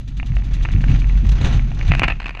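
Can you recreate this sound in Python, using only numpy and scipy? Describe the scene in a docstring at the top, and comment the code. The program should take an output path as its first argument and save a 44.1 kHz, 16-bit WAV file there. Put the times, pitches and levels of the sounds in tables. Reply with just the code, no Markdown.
"""At the foot of a roller coaster's lift hill, heard from a camera on the nose of a rolling car.
The car body booms, the wheels rumble and thump over rail joints, loose fittings tick, and the
lift chain clacks steadily ahead. Steel clashes as the car runs onto the lift; its chain dog
catches with a burst of clanks, scrapes and chatters on. The contacts ring through the steel frame."""
import sys
import numpy as np
from scipy import signal
from scipy.fft import rfft, irfft, next_fast_len
from scipy.io import wavfile
from scipy.ndimage import uniform_filter1d, map_coordinates

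SR = 44100
rng = np.random.default_rng(int(sys.argv[2]) if len(sys.argv) > 2 else 0)


def waveform_to_disk(signal):
    """Save audio, clipped to [-1, 1], as 16-bit WAV at the path in sys.argv[1]."""
    frames = np.transpose(np.atleast_2d(signal))
    scaled = np.clip(frames, -1, 1) * 32767
    samples = np.round(scaled).astype(np.int16)
    wavfile.write(sys.argv[1], SR, samples)


N = 105840


def amp(db):
    """Decibels to gain."""
    return 10 ** (np.asarray(db) / 20)


def unit(x):
    """Scaled to rms 1."""
    return x / np.sqrt(np.mean(x ** 2) + 1e-20)


def along(points, hz):
    """(frequency, value) points interpolated on a log axis."""
    point_hz, values = np.transpose(points)
    return np.interp(np.log(hz + 1), np.log(point_hz + 1), values)


def curve(points):
    """(time, value) points as one value per sample."""
    return np.interp(np.arange(N) / SR, *np.transpose(points))


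def wobble(rate_hz):
    """Smooth random curve, rate_hz knots a second."""
    return map_coordinates(rng.standard_normal(2048), [np.arange(N) * rate_hz / SR], mode="wrap")


def resonance_db(hz, centre_hz, half_width_hz, boost_db):
    """Bell-shaped boost."""
    return boost_db / (1 + ((hz - centre_hz) / half_width_hz) ** 2)


def coloured(x, gain_db):
    """Minimum-phase filter with response gain_db(hz)."""
    half = next_fast_len(len(x))
    gain = amp(gain_db(np.fft.rfftfreq(2 * half, 1 / SR)))
    cepstrum = irfft(np.log(gain + 1e-6))
    cepstrum[1:half] *= 2
    cepstrum[half + 1:] = 0
    return irfft(rfft(x, 2 * half) * np.exp(rfft(cepstrum)))[:len(x)]


def noise(spectrum):
    """Shaped noise of rms 1."""
    gain = amp(along(spectrum, np.fft.rfftfreq(N, 1 / SR)))
    return unit(irfft(rfft(rng.standard_normal(N)) * gain, N))


def steady(x, window_samples):
    """Slow swells evened out."""
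    return x / np.sqrt(np.abs(uniform_filter1d(x ** 2, window_samples)) + 1e-6)


def burst(start_s, attack_s, t60_s, hold_s=0):
    """Envelope: quick rise, hold, exponential fall."""
    t = np.maximum(np.arange(N) / SR - start_s, 0)
    return (1 - np.exp(-t / attack_s)) * amp(-60 * np.maximum(t - hold_s, 0) / t60_s)


def add(track, start_s, sound):
    """Mixes a sound into the track."""
    part = track[max(round(start_s * SR), 0):][:len(sound)]
    part += sound[:len(part)]


# response of the car's nose to a contact (frequency [Hz], gain [dB])
CONTACT_SPECTRUM = [(80, -2), (280, 4), (430, -5), (750, 1), (1400, 0), (2750, 6), (3250, -10.5),
                    (4300, -16), (5000, -25.5), (15000, -67)]


def knock(t60_s, scatter_db, treble_db=0, rings_hz=()):
    """Hard contact: a pulse scatters through the nose, coloured by the struck part's resonances."""
    def response_db(hz):
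        rings = sum(resonance_db(hz, centre, 0.26 * centre, boost_db=10) for centre in rings_hz)
        shelf = treble_db * (1 - 1 / (1 + (hz / 5000) ** 4))
        return along(CONTACT_SPECTRUM, hz) + rings + shelf

    t = np.arange(SR // 10) / SR
    envelope = (1 - np.exp(-t / 0.00083)) * amp(-60 * t / t60_s)
    force = amp(scatter_db) * envelope * rng.standard_normal(len(t))
    force[0] += 1  # the pulse
    hit = coloured(force, response_db)
    return amp(-15) * hit / np.sqrt(np.sum(hit ** 2) / (SR * t60_s))


# dog catching the chain (time [s], level [dB], t60 [s], treble [dB])
DOG_CLANKS = [(1.919, -5, 0.014, -1), (1.9377, -8, 0.006, -32), (1.951, -9, 0.01, 15.5),
              (1.9955, -4, 0.0071, 26.5), (2.0187, -8.5, 0.029, -51), (2.034, -6.5, 0.063, 3.5),
              (2.043, -9, 0.012, 12), (2.081, -10, 0.012, 13), (2.084, -5, 0.0086, 5),
              (2.101, -14.5, 0.039, 2)]
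# dog scraping over the chain (time [s], level [dB])
DOG_SCRAPE = [(1.86, -80), (1.91, -32.5), (2.04, -42), (2.075, -35), (2.115, -22.5), (2.14, -44.5),
              (2.19, -52.5), (2.26, -48.5), (2.4, -40)]
# dog chattering along the chain (time [s], level [dB])
DOG_CHATTER = [(2.201, -18.5), (2.203, -20), (2.2183, -22), (2.229, -23), (2.2428, -21.5), (2.258, -13),
               (2.2659, -15.5), (2.276, -27), (2.281, -20), (2.293, -15), (2.307, -20.5), (2.35, -20.5),
               (2.372, -23), (2.393, -22.5)]


def chain_dog():
    """The dog under the car slams into the chain, scrapes over it in tiny ringing slips, then chatters."""
    def slip_response_db(hz):
        return along(CONTACT_SPECTRUM, hz) + resonance_db(hz, 2560, half_width_hz=150, boost_db=5)

    clanks, chatter = np.zeros((2, N))
    for s, db, t60_s, treble_db in DOG_CLANKS:
        add(clanks, s, amp(db + 1) * knock(t60_s, scatter_db=-17, treble_db=treble_db))
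    for s, db in DOG_CHATTER:
        add(chatter, s, amp(db) * knock(t60_s=0.012, scatter_db=-6.5, treble_db=15.5))
    chatter = signal.sosfilt(signal.butter(8, 8200, fs=SR, output="sos"), chatter)
    slips_per_s, spread_db = 900, 5
    slips = (rng.random(N) < slips_per_s / SR) * amp(spread_db * rng.standard_normal(N))
    scrape = amp(curve(DOG_SCRAPE)) * unit(coloured(slips - slips.mean(), slip_response_db))
    return clanks + scrape + chatter


# body boom (time [s], level [dB])
BOOM_LEVEL = [(0, -31), (.28, -25), (.37, -16), (.46, -23), (.54, -14), (.66, -24), (.75, -14), (.9, -13),
              (.98, -17), (1.04, -11), (1.23, -10), (1.48, -18), (1.62, -16), (1.72, -24), (1.9, -14),
              (1.97, -23), (2.4, -32)]
# lowest body resonance (time [s], frequency [Hz])
BOOM_FREQUENCY = [(.5, 44.72), (.7, 39.15), (1.02, 46.48), (1.42, 46.56), (1.6, 39.14)]
# wheel rumble, also driving the body's shake (time [s], level [dB])
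RUMBLE_LEVEL = [(0, -32), (.25, -30), (.6, -26), (.95, -21), (1.1, -25), (1.5, -22), (1.75, -26),
                (2.03, -24), (2.22, -37), (2.4, -42)]
# body shake (frequency [Hz], gain [dB])
SHAKE_SPECTRUM = [(12, -6), (30, -3), (55, 0.5), (140, -56), (400, -120)]


def car_body():
    """The body booms unevenly at its lowest resonance and shakes irregularly around it."""
    pitch_hz = curve(BOOM_FREQUENCY) * (1 + 0.045 * wobble(rate_hz=14))
    tone = np.sqrt(2) * np.sin(2 * np.pi * np.cumsum(pitch_hz) / SR)
    lurch = unit(amp(2 * wobble(rate_hz=18)))
    boom = amp(curve(BOOM_LEVEL) + 1) * lurch * tone
    shake = amp(curve(RUMBLE_LEVEL) + 3) * steady(noise(SHAKE_SPECTRUM), window_samples=4000)
    return boom + shake


# wheel rumble (frequency [Hz], gain [dB])
RUMBLE_SPECTRUM = [(40, -25.5), (65, 6), (135, 6.5), (190, -6.5), (250, -9.5), (400, -32.5), (1500, -73.5)]
# thumps at rail joints, the last a low thud under the dog's clank (time [s], level [dB])
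JOINT_THUMPS = [(0.298, -18.5), (0.744, -14), (0.889, -9), (1.233, -13), (1.411, -13.5), (1.543, -18),
                (1.883, -11), (2.013, -30)]
# rolling noise (time [s], level [dB])
ROLL_LEVEL = [(0, -55.5), (.45, -43), (.87, -39), (.91, -30.5), (1.0, -39.5), (1.2, -39.5), (1.5, -32.5),
              (1.72, -42.5), (1.92, -34), (2.1, -42.5), (2.18, -50), (2.4, -72)]
# rolling noise (frequency [Hz], gain [dB])
ROLL_SPECTRUM = [(100, -8.5), (280, 13), (480, 3), (1200, 0.5), (2700, 1), (4200, -7.5), (5000, -12.5),
                 (6200, -8.5), (8200, -33), (15000, -51)]


def wheels():
    """Wheels on steel rails: low rumble, thumps at the joints, gritty rolling noise."""
    t = np.arange(N) / SR
    shudder = steady(noise(RUMBLE_SPECTRUM), window_samples=1500)
    rumble = amp(curve(RUMBLE_LEVEL)) * shudder
    thumps, thump_hz = np.zeros(N), 84.5
    for s, db in JOINT_THUMPS:
        tone = np.sin(2 * np.pi * thump_hz * (t - s))
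        thumps += amp(db) * burst(s, attack_s=0.0055, t60_s=0.21) * (tone + 1.11 * shudder)
    grit_db = 2.95 * wobble(rate_hz=130)
    roll = amp(curve(ROLL_LEVEL) - 3.5 + grit_db) * noise(ROLL_SPECTRUM)
    return rumble + thumps + roll


# steel clashing under the car (time [s], level [dB], t60 [s])
STEEL_CLASHES = [(1.41, -27, 0.19), (1.444, -21, 0.22), (1.525, -27, 0.2), (1.879, -29.5, 0.12)]
# clashing steel (frequency [Hz], gain [dB])
CLASH_SPECTRUM = [(150, 10), (1200, -1), (2700, 0), (4100, -4.5), (4900, -19.5), (6200, -9), (8300, -28),
                  (12500, -41), (15000, -58)]


def clashes():
    """Steel parts clash and grind as the car runs onto the lift."""
    envelope = sum(amp(db) * burst(s, attack_s=0.002, t60_s=t60_s) for s, db, t60_s in STEEL_CLASHES)
    grind = amp(1.7 * wobble(rate_hz=600))
    return envelope * unit(grind * noise(CLASH_SPECTRUM))


# loose fittings (time [s], level [dB])
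FITTING_TICKS = [(0.1995, -20.5), (.32, -32), (.709, -29), (.737, -28.5), (.762, -28), (0.808, -30.5),
                 (.8844, -26), (.897, -28), (.907, -32), (.916, -26), (.949, -27.5), (1.019, -27),
                 (1.044, -27), (1.097, -26), (1.5949, -22.5), (1.812, -19.5)]
# hollow parts (time [s], level [dB], lower resonance [Hz], upper resonance [Hz])
HOLLOW_KNOCKS = [(0.2298, -24.5, 730, 2600), (0.368, -23, 595, 2020), (.422, -34, 860, 1840),
                 (0.6516, -17.5, 870, 2140), (.656, -19, 1320, 2370), (0.6883, -23, 550, 1550),
                 (0.8407, -19.5, 603, 1560), (1.717, -27, 457, 760)]


def fittings():
    """Loose fittings tick and jiggle faintly; hollow parts knock."""
    tick_hz, t60_s, scatter_db = 2137, 0.011, -19
    out = np.zeros(N)
    ticks = [(s, db, tick_hz) for s, db in FITTING_TICKS]
    for s, db, *rings_hz in ticks + HOLLOW_KNOCKS:
        add(out, s, amp(db + 4) * knock(t60_s, scatter_db, rings_hz=rings_hz))
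    jiggles, from_s, to_s = 24, 0.47, 1.3
    for slot, (offset, strength) in enumerate(rng.random((jiggles, 2))):
        s = from_s + (to_s - from_s) * (slot + offset) / jiggles
        add(out, s, amp(-40 + 12 * strength) * knock(t60_s, scatter_db, rings_hz=[tick_hz]))
    return out


# links passing the sprocket in turn (level [dB])
LINK_CLACKS = [-49, -47.5, -46.5, -45.5, -48.5, -48, -39.5, -42, -42, -47.5, -46, -42.5, -49.5, -49.5]
# sharp chain snaps (time [s], level [dB])
SNAPS = [(1.2652, -37.5), (1.2897, -31), (1.318, -34), (1.746, -42), (1.878, -33.5)]
# running chain (frequency [Hz], gain [dB])
CHAIN_SPECTRUM = [(200, -31), (700, -8.5), (3700, 8.5), (5000, -1.5), (6300, 1), (8300, -14.5),
                  (12500, -22), (14500, -52)]


def lift_chain():
    """The running chain: steady hiss, a bright clack per link, a few sharp snaps."""
    first_s, period_s, attack_s, hiss_db = -0.015, 0.0913, 0.0006, -63
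    clacks = sum(amp(db) * burst(first_s + link * period_s, attack_s, t60_s=0.1, hold_s=0.012)
                 for link, db in enumerate(LINK_CLACKS))
    snaps = sum(amp(db) * burst(s, attack_s, t60_s=0.057) for s, db in SNAPS)
    return np.hypot(clacks + snaps, amp(hiss_db)) * noise(CHAIN_SPECTRUM)


# steel frame resonances (frequency [Hz], boost [dB])
FRAME_MODES = [(700, 5), (800, 3), (1127, 2.5), (1325, 5), (1805, 3.5), (1958, 2), (2163, 1.5), (2495, 2),
               (2627, 1.5)]


def frame(x, half_width_hz=12):
    """Sound carried through the steel frame rings briefly at its resonances."""
    def modes_db(hz):
        return sum(resonance_db(hz, centre_hz, half_width_hz, db) for centre_hz, db in FRAME_MODES)

    return coloured(x, modes_db)


def scene():
    """Body and chain are heard directly, the contacts through the frame."""
    direct = car_body() + lift_chain()
    contacts = wheels() + clashes() + fittings() + chain_dog()
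    return (direct + frame(contacts))[None]


# camera housing dips (frequency [Hz], width [Hz], gain [dB])
HOUSING_DIPS = [(2075, 26, -16), (3160, 40, -7), (5520, 100, -24)]


def record(dry):
    """The housing cuts narrow dips; the camera rounds the highest peaks and limits the band."""
    def dips_db(hz):
        return sum(db * np.exp(-((hz - centre) / width) ** 2) for centre, width, db in HOUSING_DIPS)

    ceiling, top_hz = 0.92, 15360
    housed = coloured(dry[0], dips_db)
    rounded = housed / (1 + np.abs(housed / ceiling) ** 8) ** (1 / 8)
    lowpass = signal.ellip(10, 0.1, 90, top_hz, fs=SR, output="sos")
    return signal.sosfilt(lowpass, rounded)[None]


dry = scene()
out = record(dry)
waveform_to_disk(out)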